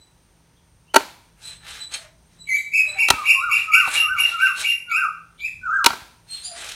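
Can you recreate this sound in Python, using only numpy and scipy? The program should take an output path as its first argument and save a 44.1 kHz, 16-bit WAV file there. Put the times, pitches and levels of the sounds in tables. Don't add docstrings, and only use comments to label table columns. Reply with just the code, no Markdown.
import sys
import numpy as np
from scipy import signal
from scipy.fft import rfft, irfft
from scipy.io import wavfile
from scipy.ndimage import uniform_filter1d

SR = 44100
rng = np.random.default_rng(int(sys.argv[2]) if len(sys.argv) > 2 else 0)


def invert_db(x):
    u = np.asarray(x, float) / 20
    return 10 ** u


def generate_wav(signal):
    frames = np.transpose(np.atleast_2d(signal))
    scaled = np.clip(frames, -1, 1) * 32767
    pcm = np.round(scaled).astype(np.int16)
    wavfile.write(sys.argv[1], SR, pcm)


N = 297662

# f/Hz, density/dB per Hz
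AIR_SPECTRUM = [(18, -38), (30, 6), (178, -12), (470, -19.5), (5370, -30), (6120, -25.5), (7170, -36),
                (8840, -36.5), (15700, -39.5)]
# f/Hz, width/Hz, level/dB
INSECT_BANDS = [
    (6200, 230, -82),
    (8900, 270, -71),
    (925, 51, -74.5),
    (52.6, 42, -66.5),
    (117, 4.6, -68),
    (165.7, 3.1, -65.5),
]

# t/s, length/s, f/Hz, level/dB
CHEEP_NOTES = [(0.0, 0.066, 3970, -51.5), (1.432, .12, 4040, -34), (1.8, 0.077, 4017, -31.5),
               (2.39, 0.11, 3940, -42), (2.57, .08, 3890, -34.5), (2.875, 0.087, 3966, -29),
               (3.4, .07, 3850, -40.5), (6.292, .12, 4268, -28.5)]
TWITTER_NOTES = [(.555, 0.03, 3420, -62), (.875, 0.057, 2940, -54), (1.365, 0.0089, 2780, -67),
                 (1.385, 0.011, 2800, -65)]
SQUEAK_NOTES = [(6.44, .1, 2400, -42.5)]
CLUCK_NOTES = [(2.47, 0.026, 2700, -46), (4.905, .02, 3906, -46.5), (5.397, 0.023, 3540, -43.5)]
COO_NOTES = [(1.95, 0.14, 649, -52.5), (2.88, 0.069, 593.6, -48), (2.955, 0.028, 771, -44),
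             (3.28, 0.054, 576, -46.5), (6.47, 0.13, 691.5, -45)]
WARMUP_NOTES = [(3.0, 0.069, 929.3, -40.5), (3.12, .125, 1291, -29)]

CHEEP_SHAPE = [(0, .97, -20), (.18, 1, 0), (.5, 1, -8), (1, .99, -28)]
TWITTER_SHAPE = [(0, .97, -14), (.6, 1, 0), (1, .99, -4)]
SQUEAK_SHAPE = [(0, .87, -9), (.12, 1, 0), (.45, 1.01, -10), (1, 1, -27)]
CLUCK_SHAPE = [(0, .92, -8), (.3, 1, 0), (1, 1.05, -8)]
COO_SHAPE = [(0, 1.03, -10), (.3, 1, 0), (.7, .995, -3), (1, 1.01, -12)]
WARMUP_SHAPE = [(0, 1, -4), (.35, 1, 0), (.7, .93, -2), (1, .8, -9)]

# crest t/s, opening f/Hz, dip f/Hz, crest f/Hz, level/dB
WARBLES = [(3.452, 1075, 1080, 1431, -19.5), (3.782, 1290, 1240, 1506, -18),
           (4.12, 1290, 1185, 1519, -20.5), (4.439, 1385, 1265, 1558, -18.5), (5.0, 1450, 1235, 1566, -20),
           (5.752, 1500, 1240, 1598, -16)]
# t/s, first arch f/Hz, dip f/Hz, second arch f/Hz, level/dB
CHIRPS = [(2.489, 2100, 2060, 2300, -18), (2.735, 2650, 2135, 2553, -15.5),
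          (2.986, 2725, 2164, 2677, -14.5), (3.255, 2790, 2207, 2756, -14), (3.513, 2738, 2221, 2810, -14),
          (3.735, 2782, 2611, 2735, -13), (3.95, 2834, 2650, 2783, -14), (4.182, 2815, 2627, 2798, -12.5),
          (4.399, 2807, 2812, 2731, -17.5), (4.644, 2845, 2705, 2789, -14.5),
          (4.914, 2536, 2344, 2744, -18), (5.405, 2367, 2346, 2602, -24.5)]
# f/Hz, level/dB
THROAT = [(1500, -14), (1800, -9), (2000, 0.5), (3000, -5.5), (4300, -31.5), (5600, -29.5), (6500, -20.5),
          (8200, -34.5), (9800, -39.5), (11000, -17), (12200, -37.5), (14000, -29), (15000, -50)]

# t/s, wood level/dB, crack level/dB, thud level/dB, burst length/s
KNOCKS = [(0.956, -8.5, -12, -33, 0.0036), (0.9599, 7, 1, -39.5, 0.0065),
          (1.006, -19.5, -32.5, -31, 0.0023), (3.102, -2.5, 1.5, -6, .006), (3.135, -21, -42, -12, 0.0053),
          (3.874, -17, -30.5, -25, 0.0093), (3.962, -30, -19, -50, 0.0028), (4.445, -43, -26, -73, 0.001),
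          (4.725, -61, -34, -56, 0.001), (5.86, 0, 3.5, -35, 0.0068), (5.903, -13.5, -45.5, -21, 0.0035),
          (5.931, -18.5, -28.5, -27, 0.0066), (6.019, -36, -40.5, -25, 0.0016)]
# f/Hz, level/dB, t60/s
BLOCK_MODES = [(290, -17.5, 0.065), (387.3, -15.5, 0.066), (790, -8.5, 0.016), (940.6, -0.5, 0.048),
               (1085, -3, 0.014), (1369, -1, 0.027), (1512, -3.5, 0.028), (1980, -11, 0.029),
               (2300, -2.5, 0.01), (2990, -14, .02), (4430, -8.5, 0.016)]
# f/Hz, density/dB per Hz
CRACK_SPECTRUM = [(180, -39.5), (300, -15.5), (582, -20), (895, -6), (2020, -3), (2590, 0), (7220, -9),
                  (11500, -13.5), (15700, -23.5)]
# f/Hz, density/dB per Hz
ECHO_SPECTRUM = [(120, -45.5), (200, -11), (598, -15), (970, -1.5), (1130, -12.5), (1500, -8.5),
                 (1900, -14), (2350, -9.5), (2900, -14.5), (4170, -11.5), (5200, -17), (15700, -28)]

# firmest t/s, rise/s, fall/s, rasp level/dB, weight on the stone level/dB
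STROKES = [(1.479, 0.096, .1, -49.5, -4.5), (1.719, 0.1, .16, -45.5, -1), (1.945, 0.036, 0.034, -39, 0),
           (2.0, 0.037, .12, -59.5, -0.5), (2.345, .06, .08, -70.5, -7.5), (2.96, 0.13, .12, -67, 12.5),
           (3.169, 0.066, 0.28, -50.5, 2), (3.57, 0.062, .14, -50.5, 2), (3.89, 0.13, 0.088, -47.5, 2.5),
           (3.955, 0.074, .12, -40.5, 5.5), (4.239, .09, 0.13, -47, 3.5), (4.315, .05, 0.067, -52.5, -6.5),
           (4.41, .04, 0.22, -53, -5), (4.611, 0.055, 0.051, -36.5, -1.5), (4.699, 0.039, 0.07, -45.5, -18),
           (6.36, 0.091, .1, -51, -8.5), (6.46, .05, 0.13, -52, -13), (6.608, 0.083, 0.11, -44, 2),
           (6.715, .09, 0.19, -45, -2.5)]
# f/Hz, density/dB per Hz
RASP_SPECTRUM = [(1470, -19), (2500, -8), (3010, -3), (3880, 3.5), (4520, -7), (9610, -5.5), (14200, -19.5),
                 (15700, -21.5)]
# f/Hz, width/Hz, level/dB
STEEL_MODES = [(2490, 36, -8.5), (2650, 23, -1), (3130, 30, -4.5), (3990, 54, -3.5), (4326, 71, -1.5),
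               (4900, 65, -9.5), (5490, 22, -6.5), (6500, 150, -5.5), (7690, 64, -13.5), (8336, 64, -1.5),
               (9310, 150, -7)]
# t/s, level/dB
LIFTS = [
    (1.944, 13.5),
    (4.61, 2.5),
]

AIR_DB = -55
LEAD_S, LEAD_DB = .018, -13
CHIRP_S, CHIRP_HOARSE, WARBLE_HOARSE = .08, .2, .8
OPENS_S, HOLDS_S, DIPS_S, SLIDES_S = .12, .095, .055, .085
SLIDE_RATIO = .68
OPEN_DB, HOLD_DB, DIP_DB, SLIDE_DB, END_DB = -28, -6, -7, -2.5, -21.5
EDGE_DB, ROUNDNESS = -23, 2.2
JUDDER_DB, JUDDER_PER_S = 1, 30
PATCH_DB, PATCH_PER_S = 3, 22
RING_DB, STONE_DB, HUM_DB, PRESSED_T60_S = 4, -23, -14.5, .02
BODY_POWER = 0.67


def level(x, db=0):
    return x * invert_db(db) / np.sqrt(np.mean(x ** 2))


def colour(x, points):
    hz, db = np.transpose(points)
    log_f = np.log(np.arange(len(x) // 2 + 1) * SR / len(x) + 1)
    return irfft(rfft(x) * invert_db(np.interp(log_f, np.log(hz), db)), len(x))


def above(x, hz):
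    return signal.sosfilt(signal.butter(4, hz, "high", fs=SR, output="sos"), x)


def band(x, low_hz, high_hz):
    return signal.lfilter(*signal.butter(2, [low_hz, high_hz], "band", fs=SR), x)


def ring(x, hz, t60):
    pole = np.exp(2j * np.pi * hz / SR - np.log(1000) / (t60 * SR))
    return signal.lfilter([1], [1, -pole], x).imag


def walk(rate):
    k = int(SR / rate)
    steps = np.repeat(rng.standard_normal(N // k + 1), k)
    return level(uniform_filter1d(steps, k)[:N])


def trees(x, t60, wet_db, damp_hz):
    t = np.arange(SR) / SR
    noise = rng.standard_normal(SR)
    low = signal.lfilter(*signal.butter(1, damp_hz, fs=SR), noise)
    fall = np.exp(-np.log(1000) * t / t60)
    tail = (low * fall + (noise - low) * fall ** 1.14) * np.minimum(t / 0.0027, 1)
    return x + invert_db(wet_db) * signal.fftconvolve(x, tail / np.linalg.norm(tail))[:N]


def notes(rows, shape):
    return [[(s + u * length, hz * ratio, db + swell) for u, ratio, swell in shape]
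            for s, length, hz, db in rows]


def play(tables, fade_s):
    t = np.arange(N) / SR
    s, *columns = np.transpose(np.concatenate(tables))
    gate = sum(np.clip(np.minimum(t - c[0][0], c[-1][0] - t) / fade_s + 1, 0, 1) for c in tables)
    return np.minimum(gate, 1), *(np.interp(t, s, c) for c in columns)


def whistle(tables, overtones_db, wobble, fade_s, flutter_db=3.5, hoarse=.05):
    gate, hz, db = play(tables, fade_s)
    phase = 2 * np.pi * np.cumsum(hz * (1 + wobble * walk(150))) / SR
    turbulence = hoarse * walk(900)
    tone = sum(invert_db(o) * (1 + k * turbulence) * np.sin((k + 1) * phase) for k, o in enumerate(overtones_db))
    return np.sqrt(2) * gate * invert_db(db + flutter_db * walk(70)) * tone


def air():
    wide = level(colour(rng.standard_normal(N), AIR_SPECTRUM), AIR_DB)
    rumble = signal.lfilter(*signal.butter(2, 300, fs=SR), wide)
    hiss = wide - rumble
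    bugs = sum(level(ring(rng.standard_normal(N), hz, 2.2 / width), db) * invert_db(1.5 * walk(6))
               for hz, width, db in INSECT_BANDS)
    return rumble * invert_db(3.3 * walk(3.3)) + hiss * invert_db(-0.5 + 0.99 * walk(3.3)) + bugs


def far_birds():
    cheeps = whistle(notes(CHEEP_NOTES, CHEEP_SHAPE), [-3, -8, -34],
                     wobble=.01, fade_s=.004, flutter_db=2.2, hoarse=.3)
    twitter = whistle(notes(TWITTER_NOTES, TWITTER_SHAPE), [-3], wobble=.045, fade_s=.01)
    squeak = whistle(notes(SQUEAK_NOTES, SQUEAK_SHAPE), [-24.5, 5, 3.5, 5.0], wobble=0.0066, fade_s=0.013)
    clucks = whistle(notes(CLUCK_NOTES, CLUCK_SHAPE), [0], wobble=.03, fade_s=.002) * walk(1200)
    doves = whistle(notes(COO_NOTES, COO_SHAPE), [-3, -18], wobble=0.027, fade_s=.015)
    return trees(cheeps + twitter + squeak + clucks + doves, t60=.5, wet_db=-0.5, damp_hz=6000)


def warbles():
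    return [[(s - OPENS_S, opening, db + OPEN_DB), (s - HOLDS_S, opening, db + HOLD_DB),
             (s - DIPS_S, dip, db + DIP_DB),
             (s - .01, crest, db), (s + .012, crest, db),
             (s + .6 * SLIDES_S, .8 * crest, db + SLIDE_DB),
             (s + SLIDES_S, SLIDE_RATIO * crest, db + END_DB)] for s, opening, dip, crest, db in WARBLES]


def whistler():
    calls = notes(WARMUP_NOTES, WARMUP_SHAPE) + warbles()
    voice = whistle(calls, [-2.5, -51.5, -57.5, -55.5, -54.5],
                    wobble=0.0055, fade_s=0.0021, flutter_db=3.0, hoarse=WARBLE_HOARSE)
    return trees(voice, t60=0.46, wet_db=-3, damp_hz=5060)


def chirper():
    u = np.linspace(0, 1, 33)
    calls = []
    for s, first, dip, second, db in CHIRPS:
        start = min(2270, 1.1 * first)
        pitch = np.interp(u, [0, .08, .18, .38, .52, .66, .86, .93, 1],
                          [start, start, first, first, dip, second, second, 0.76 * second, .62 * second])
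        pitch = uniform_filter1d(pitch, size=3, mode="nearest")
        swell = db + np.interp(u, [0, .06, .8, .9, 1], [-10, -2.5, -3, -13.5, -24])
        calls.append(np.transpose([s + u * CHIRP_S, pitch, swell]))
    voice = whistle(calls, np.zeros(6), wobble=.006, fade_s=0.00028, flutter_db=3.5, hoarse=CHIRP_HOARSE)
    voice = colour(voice, THROAT)
    overtones = above(voice, 3610)
    body = trees(voice - overtones, t60=0.44, wet_db=0.5, damp_hz=5340)
    return body + invert_db(-11.5) * trees(overtones, t60=0.35, wet_db=8.5, damp_hz=9000)


def chops():
    t = np.arange(4096) / SR
    out, blows = np.zeros(N + len(t)), np.zeros(N)
    chance = rng.standard_normal((len(KNOCKS), len(t)))
    thud = np.sin(2 * np.pi * 65 * t) * np.exp(-t / 0.002) * np.minimum(t / 0.0025, 1)
    for (s, wood_db, crack_db, thud_db, length), noise in zip(KNOCKS, chance):
        shape = np.minimum(t / 0.0027, 1) * np.exp(-(t / length) ** 2)
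        crack = 0.82 * level(colour(noise, CRACK_SPECTRUM)) * shape
        wood = sum(invert_db(db) * ring(noise * shape, hz * (1 + 0.017 * detune), t60)
                   for (hz, db, t60), detune in zip(BLOCK_MODES, noise[::-1]))
        wood = above(wood, 240)
        wood = wood / np.abs(wood).max()
        i = int(s * SR)
        out[i:i + len(t)] += invert_db(crack_db) * crack + invert_db(wood_db) * wood + invert_db(thud_db) * thud
        blows[i] = invert_db(crack_db) * length / 0.0056
    fall = signal.lfilter([1], [1, -np.exp(-np.log(1000) / (.6 * SR))], blows)
    swell = uniform_filter1d(np.roll(fall, 300), 400)
    wash = level(colour(rng.standard_normal(N), ECHO_SPECTRUM), -34.5) * swell
    return trees(out[:N], t60=.25, wet_db=-20, damp_hz=4000) + wash


def pressure():
    s, rise, fall, db, weight_db = np.transpose(STROKES)[:, :, None]
    t = np.arange(N) / SR - s
    distance = np.where(t < 0, -t / rise, t / fall)
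    force = invert_db(db + EDGE_DB * distance ** ROUNDNESS + JUDDER_DB * walk(JUDDER_PER_S))
    return force.sum(axis=0), (invert_db(weight_db) * force ** BODY_POWER).sum(axis=0)


def grit():
    return level(rng.standard_normal(N) * invert_db(2.5 * rng.exponential(size=N) + 1.8 * walk(120)))


def patchy(x):
    spectrum = rfft(x)
    octave = np.log2(np.arange(len(x) // 2 + 1) * SR / len(x) / 1000 + 1e-9)
    octave = np.clip(octave, .5, 3.5)
    tents = (np.clip(1 - 2 * np.abs(octave - k / 2), 0, 1) for k in range(1, 8))
    return sum(irfft(spectrum * tent, len(x)) * invert_db(PATCH_DB * walk(PATCH_PER_S)) for tent in tents)


def blade():
    force, body = pressure()
    push = grit() * force
    rasp = np.sqrt(np.mean(push ** 2)) * level(patchy(colour(push, RASP_SPECTRUM)), 6.06)
    pressed = sum(invert_db(db) * ring(push * invert_db(RING_DB), hz, PRESSED_T60_S) for hz, width, db in STEEL_MODES)
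    lift = sum(invert_db(db) * np.exp(-((np.arange(N) / SR - s) / 0.01) ** 2) for s, db in LIFTS)
    free = sum(invert_db(db) * np.sqrt(width) * ring(push * lift, hz, 3.5 / (width + 25))
               for hz, width, db in STEEL_MODES)
    steel = above(invert_db(-28.5) * pressed + invert_db(-42.5) * free, 1900)
    stone = band(grit() * body * invert_db(STONE_DB), 450, 1200)
    hum = band(grit() * body * invert_db(HUM_DB), 1200, 2600)
    return trees(rasp + steel + invert_db(13) * stone + invert_db(13.0) * hum, t60=0.23, wet_db=-6.0, damp_hz=4000)


def scene():
    near = far_birds() + whistler() + chirper() + chops() + blade()
    early = np.roll(near, -int(LEAD_S * SR))
    early = signal.lfilter(*signal.butter(1, 400, "high", fs=SR), early)
    return (near + invert_db(LEAD_DB) * early + air())[None]


def top_cut(x):
    return signal.sosfilt(signal.butter(12, 15880, fs=SR, output="sos"), x)


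def record(dry):
    heard = above(dry, 48)
    heard = np.clip(heard, -.98, .98)
    heard = signal.sosfilt(signal.ellip(8, .2, 50, 15900, fs=SR, output="sos"), heard)
    return top_cut(heard)


dry = scene()
out = record(dry)
generate_wav(out)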